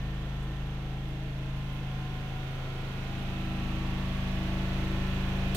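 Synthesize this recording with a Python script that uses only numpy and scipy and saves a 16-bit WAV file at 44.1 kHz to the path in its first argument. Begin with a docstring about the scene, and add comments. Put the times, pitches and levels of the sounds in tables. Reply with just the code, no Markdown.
"""A tiled workshop: a small piston air compressor throbs steadily beside a robot training station.
Each turn of its crankshaft gives a stroke of hum and a rattle of valves over the fan's rush. The microphone
is carried along the bench through the room's standing waves, so the hum changes colour and whines come
and go. The whir, a faint high hiss and the steady tones all grow gradually louder. Faint ticks and soft
footfalls sit underneath; in the very last instant a pneumatic valve spits air."""
import sys
import numpy as np
from scipy import signal
from scipy.fft import rfft, irfft, next_fast_len
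from scipy.io import wavfile

SR = 44100
rng = np.random.default_rng(int(sys.argv[2]) if len(sys.argv) > 2 else 0)


def put_to_file(sound):
    """Save the sound as 16-bit audio at rate SR, in the file named by the first command-line argument."""
    columns = np.atleast_2d(sound).T  # one column per channel
    safe = np.clip(columns, -1, 1)
    whole_steps = np.round(safe * 32767)
    wavfile.write(sys.argv[1], SR, whole_steps.astype(np.int16))


N = 245195
TIME = np.arange(N) / SR
EAR_SIGN = np.array([[1], [-1]])   # left, right

# crankshaft speed (time [s], speed [turns/s])
CRANK_SPEED = [(0, 26.597), (2.2, 26.603), (3.6, 26.612), (4.5, 26.638), (5.56, 26.638)]
# stereo balance (frequency [Hz], left minus right [dB])
BALANCE = [(25, 1), (55, 1), (130, .5), (210, .5), (500, -.5), (1200, 0), (1800, -2.5), (2700, -9.5),
           (3800, -10), (4900, -3), (6200, -6.5), (8000, 1), (10000, -2), (15000, -2.5)]


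def piston_hum(turns, walk):
    """Harmonics of the piston stroke, heard through the standing waves of the room."""
    # low body of the hum (order, level at bench start [dB], level at bench end [dB])
    body = [(1, -44.5, -36), (3, -52, -39.5), (4, -50, -43), (6, -49.5, -52.5), (7, -47, -35.5)]
    # higher harmonics that meet their wall reflection
    # (order, crest at bench start [dB], crest at bench end [dB], time of one crest [s], spacing [s])
    overtones = [(8, -55, -52.5, 2.87, 3.1), (10, -64, -54, 3.4, 1.83), (11, -54, -54.5, 1.4, 3.03),
                 (14, -68.5, -50.5, 5, 2.08), (17, -61, -70, 2.85, 2.7), (25, -69.5, -55, 4.37, 1.43),
                 (38, -64.5, -58.5, 3, 3.3), (54, -58, -63, 2.7, 3.5), (56, -74, -56.5, 5.03, 2),
                 (93, -77, -56, 5.77, 1.56), (97.3, -81, -64, 3.5, 2), (97, -75, -65, 4.7, 1.6)]
    # harmonics that sing out unevenly among many reflections, order: (time [s], level [dB])
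    singing = { 2: [(0, -36.5), (1.2, -41), (3.2, -41.5), (3.9, -37), (5.56, -36.5)], 5: [(0, -38),
               (2.1, -37.5), (3.2, -39.5), (4.0, -37.5), (5.56, -37.5)], 9: [(0, -57), (1.0, -61),
               (1.9, -60), (2.45, -64), (3.15, -49), (3.75, -44.5), (4.4, -48.5), (5.0, -50.5),
               (5.56, -54)], 12: [(0, -52), (.65, -57), (.98, -52.5), (1.3, -54), (1.6, -63), (2.9, -63),
               (3.25, -51.5), (3.55, -46), (4.0, -45.5), (4.18, -61), (4.38, -45.5), (4.97, -46),
               (5.17, -56), (5.4, -51)], 24: [(0, -75), (1.25, -60), (1.9, -67), (2.95, -59), (3.55, -72),
               (4.3, -52), (4.75, -68), (5.56, -59)], 26: [(0, -65), (2.9, -75), (3.15, -57), (3.5, -53),
               (3.8, -65), (4.12, -73), (4.35, -56.5), (4.7, -54.5), (5.05, -58), (5.4, -52.5)],
               28: [(0, -63), (1.0, -59), (1.4, -72), (1.85, -56), (2.3, -53), (2.85, -59), (3.15, -77),
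               (3.4, -60), (3.8, -66), (4.35, -59), (4.85, -73)], 30: [(0, -67), (.95, -60.5), (1.2, -63),
               (2.5, -71), (3.1, -60), (3.6, -54.5), (3.95, -74), (4.4, -59), (4.8, -71), (5.3, -56)],
               42: [(0, -62), (1.1, -69), (3.3, -76), (3.65, -58), (4.35, -58), (4.7, -64), (5.56, -67)],
               50: [(0, -66), (.9, -60), (1.15, -76), (1.8, -73), (2.45, -66), (2.72, -56), (3.08, -73),
               (3.45, -56), (3.85, -60), (4.25, -67), (5.1, -53.5), (5.4, -61)], 68: [(0, -60),
               (.55, -62.5), (.85, -77), (3.6, -71), (4.0, -56.5), (4.35, -68), (5.0, -55.5), (5.4, -65)]}
    out = np.zeros((2, N))
    for order, start_db, end_db in body:
        level_db = start_db + (end_db - start_db) * walk
        out += standing_wave(order) * harmonic(order, level_db, turns)
    for order, start_db, end_db, crest_s, spacing_s in overtones:
        level_db = start_db + (end_db - start_db) * walk
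        out += wall_reflection(crest_s, spacing_s) * harmonic(round(order), level_db, turns)
    for order, levels in singing.items():
        out += standing_wave(order) * harmonic(order, in_time(levels), turns)
    return out


def harmonic(order, db, turns, waver_db=0.45, waver_per_order_db=0.0193, ear_lag_s=0.00017):
    """One harmonic of the stroke at both ears, wavering a little around its level."""
    level_db = db + (waver_db + waver_per_order_db * order) * drift(4.3)
    # the room delays the higher harmonics more, which smears each stroke
    lag_turns, smear_rad = .255, .395
    phase = 2 * np.pi * order * (turns - lag_turns) - smear_rad * order ** 2
    # each harmonic arrives from its own direction, so short waves reach the ears out of step
    hz = order * CRANK_SPEED[0][1]
    ear_phase = np.pi * hz * ear_lag_s * rng.uniform(-1.3, 1)
    return ear_gains(hz) * from_db(level_db) * np.sqrt(2) * np.cos(phase + EAR_SIGN * ear_phase)


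def standing_wave(order, inverted_order=6):
    """Gain of a harmonic in the room: at a node it vanishes and comes back with its polarity flipped."""
    # nodes the microphone passes (order, time [s], half width [s])
    nodes = [(2, 2.74, 0.57), (4, 0.9, 1.8), (7, 2.6, 0.56)]
    polarity = -1 if order == inverted_order else 1   # this one stays in an opposite lobe all the way
    crossings = [np.tanh((TIME - s) / width) for k, s, width in nodes if k == order]
    return polarity * np.prod(crossings, axis=0)


def wall_reflection(crest_s, spacing_s, strength=0.72):
    """Gain of a tone plus its reflection along the walk: 1 on each crest, a dip between."""
    in_step = np.cos(2 * np.pi * (TIME - crest_s) / spacing_s)
    return np.sqrt(1 + strength ** 2 + 2 * strength * in_step) / (1 + strength)


def clatter(turns, places=14, size=4096, memory=0.56):
    """Valves and piston repeat one reverberant rattle a turn; its grain changes from place to place."""
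    # colour of the rattle (frequency [Hz], relative density [dB])
    colour = [(270, 0.5), (330, 0.5), (400, -0.5), (520, 1.5), (640, 0.5), (740, -2.5), (870, 1),
              (1000, -3), (1300, -2.5), (1500, -2.5), (1800, -1.5), (2050, -3.5), (2600, -1.5),
              (3300, -2.5), (4200, -11), (5000, -18.5), (6000, -29), (8000, -41)]
    hz = np.arange(size // 2 + 1) * turns[-1] / TIME[-1]
    place = TIME / TIME[-1] * (places - 1)
    grain = rng.standard_normal((2, size))
    out = np.zeros((2, N))
    for k in range(places):
        grain = memory * grain + np.sqrt(1 - memory ** 2) * rng.standard_normal((2, size))
        rattle = rms_one(irfft(two_ears(rfft(grain), hz, colour), size))
        near = np.abs(place - k) < 1
        fade = 1 - np.abs(place[near] - k)
        fade /= np.sqrt(1 - 2 * (1 - memory) * fade * (1 - fade))   # constant-power crossfade
        playhead = turns[near] % 1 * size
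        out[:, near] += fade * np.array([np.interp(playhead, np.arange(size), ear) for ear in rattle])
    return out


def fan_rush():
    """Air and the motor fan rush over a low rumble."""
    # colour of the rush (frequency [Hz], relative density [dB])
    colour = [(14, 15.5), (40, 9), (100, 2.5), (280, 5), (400, 3.5), (520, 0.5), (700, 1), (1000, -0.5),
              (1250, -3.5), (2000, -2), (2600, -3), (3300, -2.5), (4200, -9.5), (5200, -17.5),
              (8000, -38.5)]
    return noise(colour)


def swelling(whir, q=4.6):
    """As the microphone moves, one band of the whir after another comes forward or sinks back."""
    # swells and dips (time [s], half length [s], centre [Hz], gain [dB])
    swells = [(1.2, 0.27, 1080, -3.5), (1.2, .25, 620, 2.5), (1.65, 0.18, 720, -1.5), (2.65, .25, 490, 2.5),
              (3.85, 0.15, 1020, 2.5), (4.55, 0.24, 500, -2), (4.55, 0.41, 1960, 1.5)]
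    for s, half_s, hz, db in swells:
        band = signal.lfilter(*signal.iirpeak(hz, q, fs=SR), whir)
        gain = from_db(db * np.exp(-((TIME - s) / half_s) ** 2))
        whir = whir + (gain - 1) * band
    return whir


def bench_shadow(whir, walk, shade_db=-2.5, edge_hz=2200):
    """Low beside the panel the bench hides some of the treble; it opens up along the way."""
    treble = signal.sosfilt(signal.butter(1, edge_hz, "high", fs=SR, output="sos"), whir)
    return whir + (from_db(shade_db * (1 - walk)) - 1) * treble


def housing_ring(whir, centre_hz=2584, width_hz=150):
    """The whir rings in a narrow resonance of the housing, which swells and fades along the walk."""
    # ring against the whir (time [s], level [dB])
    ring_level = [(0, -19), (3.0, -14), (3.25, -4), (3.5, -3), (3.85, -11), (4.45, -13), (4.7, -7),
                  (5.56, -11)]
    ringing = signal.lfilter(*signal.iirpeak(centre_hz, centre_hz / width_hz, fs=SR), whir)
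    return from_db(in_time(ring_level)) * ringing


def valve_puff(level_db=-34):
    """A pneumatic valve opens and spits a sharp puff of air."""
    # colour of the puff (frequency [Hz], relative density [dB])
    colour = [(300, 9), (600, 12), (1500, -15), (4000, 4), (6000, -7.5), (8700, 0.5), (11000, -11),
              (14500, 1.5), (16000, -4)]
    return from_db(level_db) * burst(start_s=5.5455, rise_s=0.0022, decay_s=0.088) * noise(colour)


def mains_and_motors(walk, rise_db=4.5):
    """Steady tones of the mains and other motors, growing gradually louder."""
    # pitch of each tone (frequency [Hz])
    pitches = (31.2, 62.4, 100, 255.3, 314, 322.3, 399.3, 9000)
    # each tone at the bench end (level [dB])
    levels = (-51.5, -62, -52.5, -65, -67, -59, -65.5, -91)
    drone = sum(from_db(db) * np.sin(2 * np.pi * (hz * TIME + rng.random()))
                for hz, db in zip(pitches, levels))
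    return np.sqrt(2) * drone * from_db(rise_db * (walk - 1))


def thin_whine(hz=1039.3, waver_db=1.4):
    """A thin, wavering whine comes and goes along the walk."""
    # rise and fall of the whine (time [s], level [dB])
    whine_level = [(0, -63), (1.3, -73), (1.55, -60), (2.2, -60), (2.5, -70), (2.8, -59), (3.1, -73),
                   (4.5, -65), (4.95, -58.5), (5.56, -65)]
    gain = from_db(in_time(whine_level) + waver_db * drift(7.1))
    return np.sqrt(2) * gain * np.sin(2 * np.pi * hz * TIME)


def ticks_and_steps():
    """Small bright ticks in stereo over dull thuds in the centre."""
    # push button and handling (time [s], level [dB], centre [Hz], decay [s])
    ticks = [(.147, -69, 8550, .012), (.426, -60, 8500, .014), (.565, -67, 6500, .012),
             (.97, -54, 2600, .02), (1.075, -68, 13000, .05), (1.235, -65, 6000, .012),
             (1.585, -68, 13000, .03), (1.725, -63, 12900, .035), (3.18, -67, 9000, .04)]
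    # soft footfalls, shuffles and bumps (time [s], level [dB], centre [Hz], decay [s])
    steps = [(.99, -43, 221, 0.031), (1.49, -39, 45, 0.065), (2.83, -39, 49, .08), (2.97, -49, 35, .06)]
    return taps(ticks, rise_s=.002, channels=2) + taps(steps, rise_s=0.015, channels=1)


def high_hiss(turns, pulse_db=0.73, lag_turns=0.89):
    """A faint high background hiss, pulsing slightly with each turn."""
    # colour of the hiss (frequency [Hz], relative density [dB])
    colour = [(3500, -13), (5200, -3.5), (5900, 2.5), (7000, -4), (8500, -8.5), (11000, -10), (14000, -7),
              (15000, -10), (16000, -20)]
    pulse = from_db(pulse_db * np.cos(2 * np.pi * (turns - lag_turns)))
    return pulse * noise(colour)


def taps(rows, rise_s, channels):
    """Short dying bursts of band-passed noise."""
    out = np.zeros((channels, N))
    for s, db, hz, decay_s in rows:
        band = signal.butter(2, [hz * 0.76, min(hz * 1.2, .45 * SR)], "band", fs=SR, output="sos")
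        texture = rms_one(signal.sosfilt(band, rng.standard_normal((channels, N))))
        out += from_db(db) * burst(s, rise_s, decay_s) * texture
    return out


def burst(start_s, rise_s, decay_s):
    """Envelope that opens quickly and dies away."""
    age = np.maximum(TIME - start_s, 0)
    return np.minimum(age / rise_s, 1) * np.exp(-age / decay_s)


def noise(colour):
    """Stereo noise of a given colour, rms 1."""
    size = next_fast_len(N)
    white = rfft(rng.standard_normal((2, size)))
    hz = np.arange(size // 2 + 1) * SR / size
    return rms_one(irfft(two_ears(white, hz, colour), size)[:, :N])


def two_ears(pair, hz, colour):
    """Colour two unrelated spectra and mix them to stereo: narrow in the low mids, wide in the treble."""
    # likeness of the two ears (frequency [Hz], correlation [-1 to 1])
    likeness = [(25, .2), (60, .55), (110, .87), (270, .93), (450, .82), (740, .6), (1220, .4),
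                (1700, -.08), (3300, -.12), (5500, -.05), (9000, .2), (15000, .2)]
    alike = at_hz(likeness, hz)
    ears = np.sqrt(1 + alike) * pair[0] + EAR_SIGN * np.sqrt(1 - alike) * pair[1]
    pan = ear_gains(hz)
    pan /= np.sqrt(np.mean(pan ** 2, axis=0))
    low_cut = 1 / np.sqrt(1 + (colour[0][0] / (hz + 1e-3)) ** 8)
    return ears * pan * from_db(at_hz(colour, hz)) * low_cut


def ear_gains(hz):
    """Left and right gain at a frequency."""
    return from_db(EAR_SIGN * at_hz(BALANCE, hz) / 2)


def drift(rate_hz):
    """Smooth random wandering, rms 1."""
    hz = np.arange(513) * SR / N
    slow = irfft(rfft(rng.standard_normal(1024)) / (1 + (hz / rate_hz) ** 2) ** 2)
    return np.interp(TIME, np.linspace(0, N / SR, len(slow)), rms_one(slow))


def in_time(curve):
    """Read a curve at every sample."""
    return np.interp(TIME, *np.transpose(curve))


def at_hz(curve, hz):
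    """Read a curve on a log-frequency axis."""
    frequencies, values = np.transpose(curve)
    return np.interp(np.log(hz + 1e-9), np.log(frequencies), values)


def from_db(db):
    """Decibels to gain."""
    return 10 ** (np.asarray(db) / 20)


def rms_one(x):
    """Scale to unit power."""
    return x / np.sqrt(np.mean(x ** 2) + 1e-20)


def scene(clatter_db=-51, rush_db=-47.5, whir_rise_db=6.5, hiss_db=-65.5, hiss_rise_db=7):
    """One crankshaft drives hum and clatter; whir, hiss and tones all grow gradually louder."""
    # the walk along the bench (time [s], share of the way [0-1])
    route = [(0, 0.14), (1.1, 0.02), (2.0, 0.28), (3.0, 0.52), (3.7, 0.69), (4.8, 0.93), (5.56, 0.99)]
    walk = in_time(route)
    turns = np.cumsum(in_time(CRANK_SPEED)) / SR + 0.00063 * drift(8.0)   # with a slight wobble
    whir = from_db(clatter_db) * clatter(turns) + from_db(rush_db) * fan_rush()
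    whir *= from_db(whir_rise_db * walk)
    hiss = from_db(hiss_db + hiss_rise_db * walk) * high_hiss(turns)
    foley = valve_puff() + ticks_and_steps()
    compressor = piston_hum(turns, walk) + bench_shadow(swelling(whir), walk) + housing_ring(whir)
    return compressor + foley + mains_and_motors(walk) + thin_whine() + hiss


def record(dry, cutoff_hz=15750):
    """A steep low-pass takes off the very top."""
    return signal.sosfilt(signal.ellip(12, .1, 80, cutoff_hz, fs=SR, output="sos"), dry)


dry = scene()
out = record(dry)
put_to_file(out)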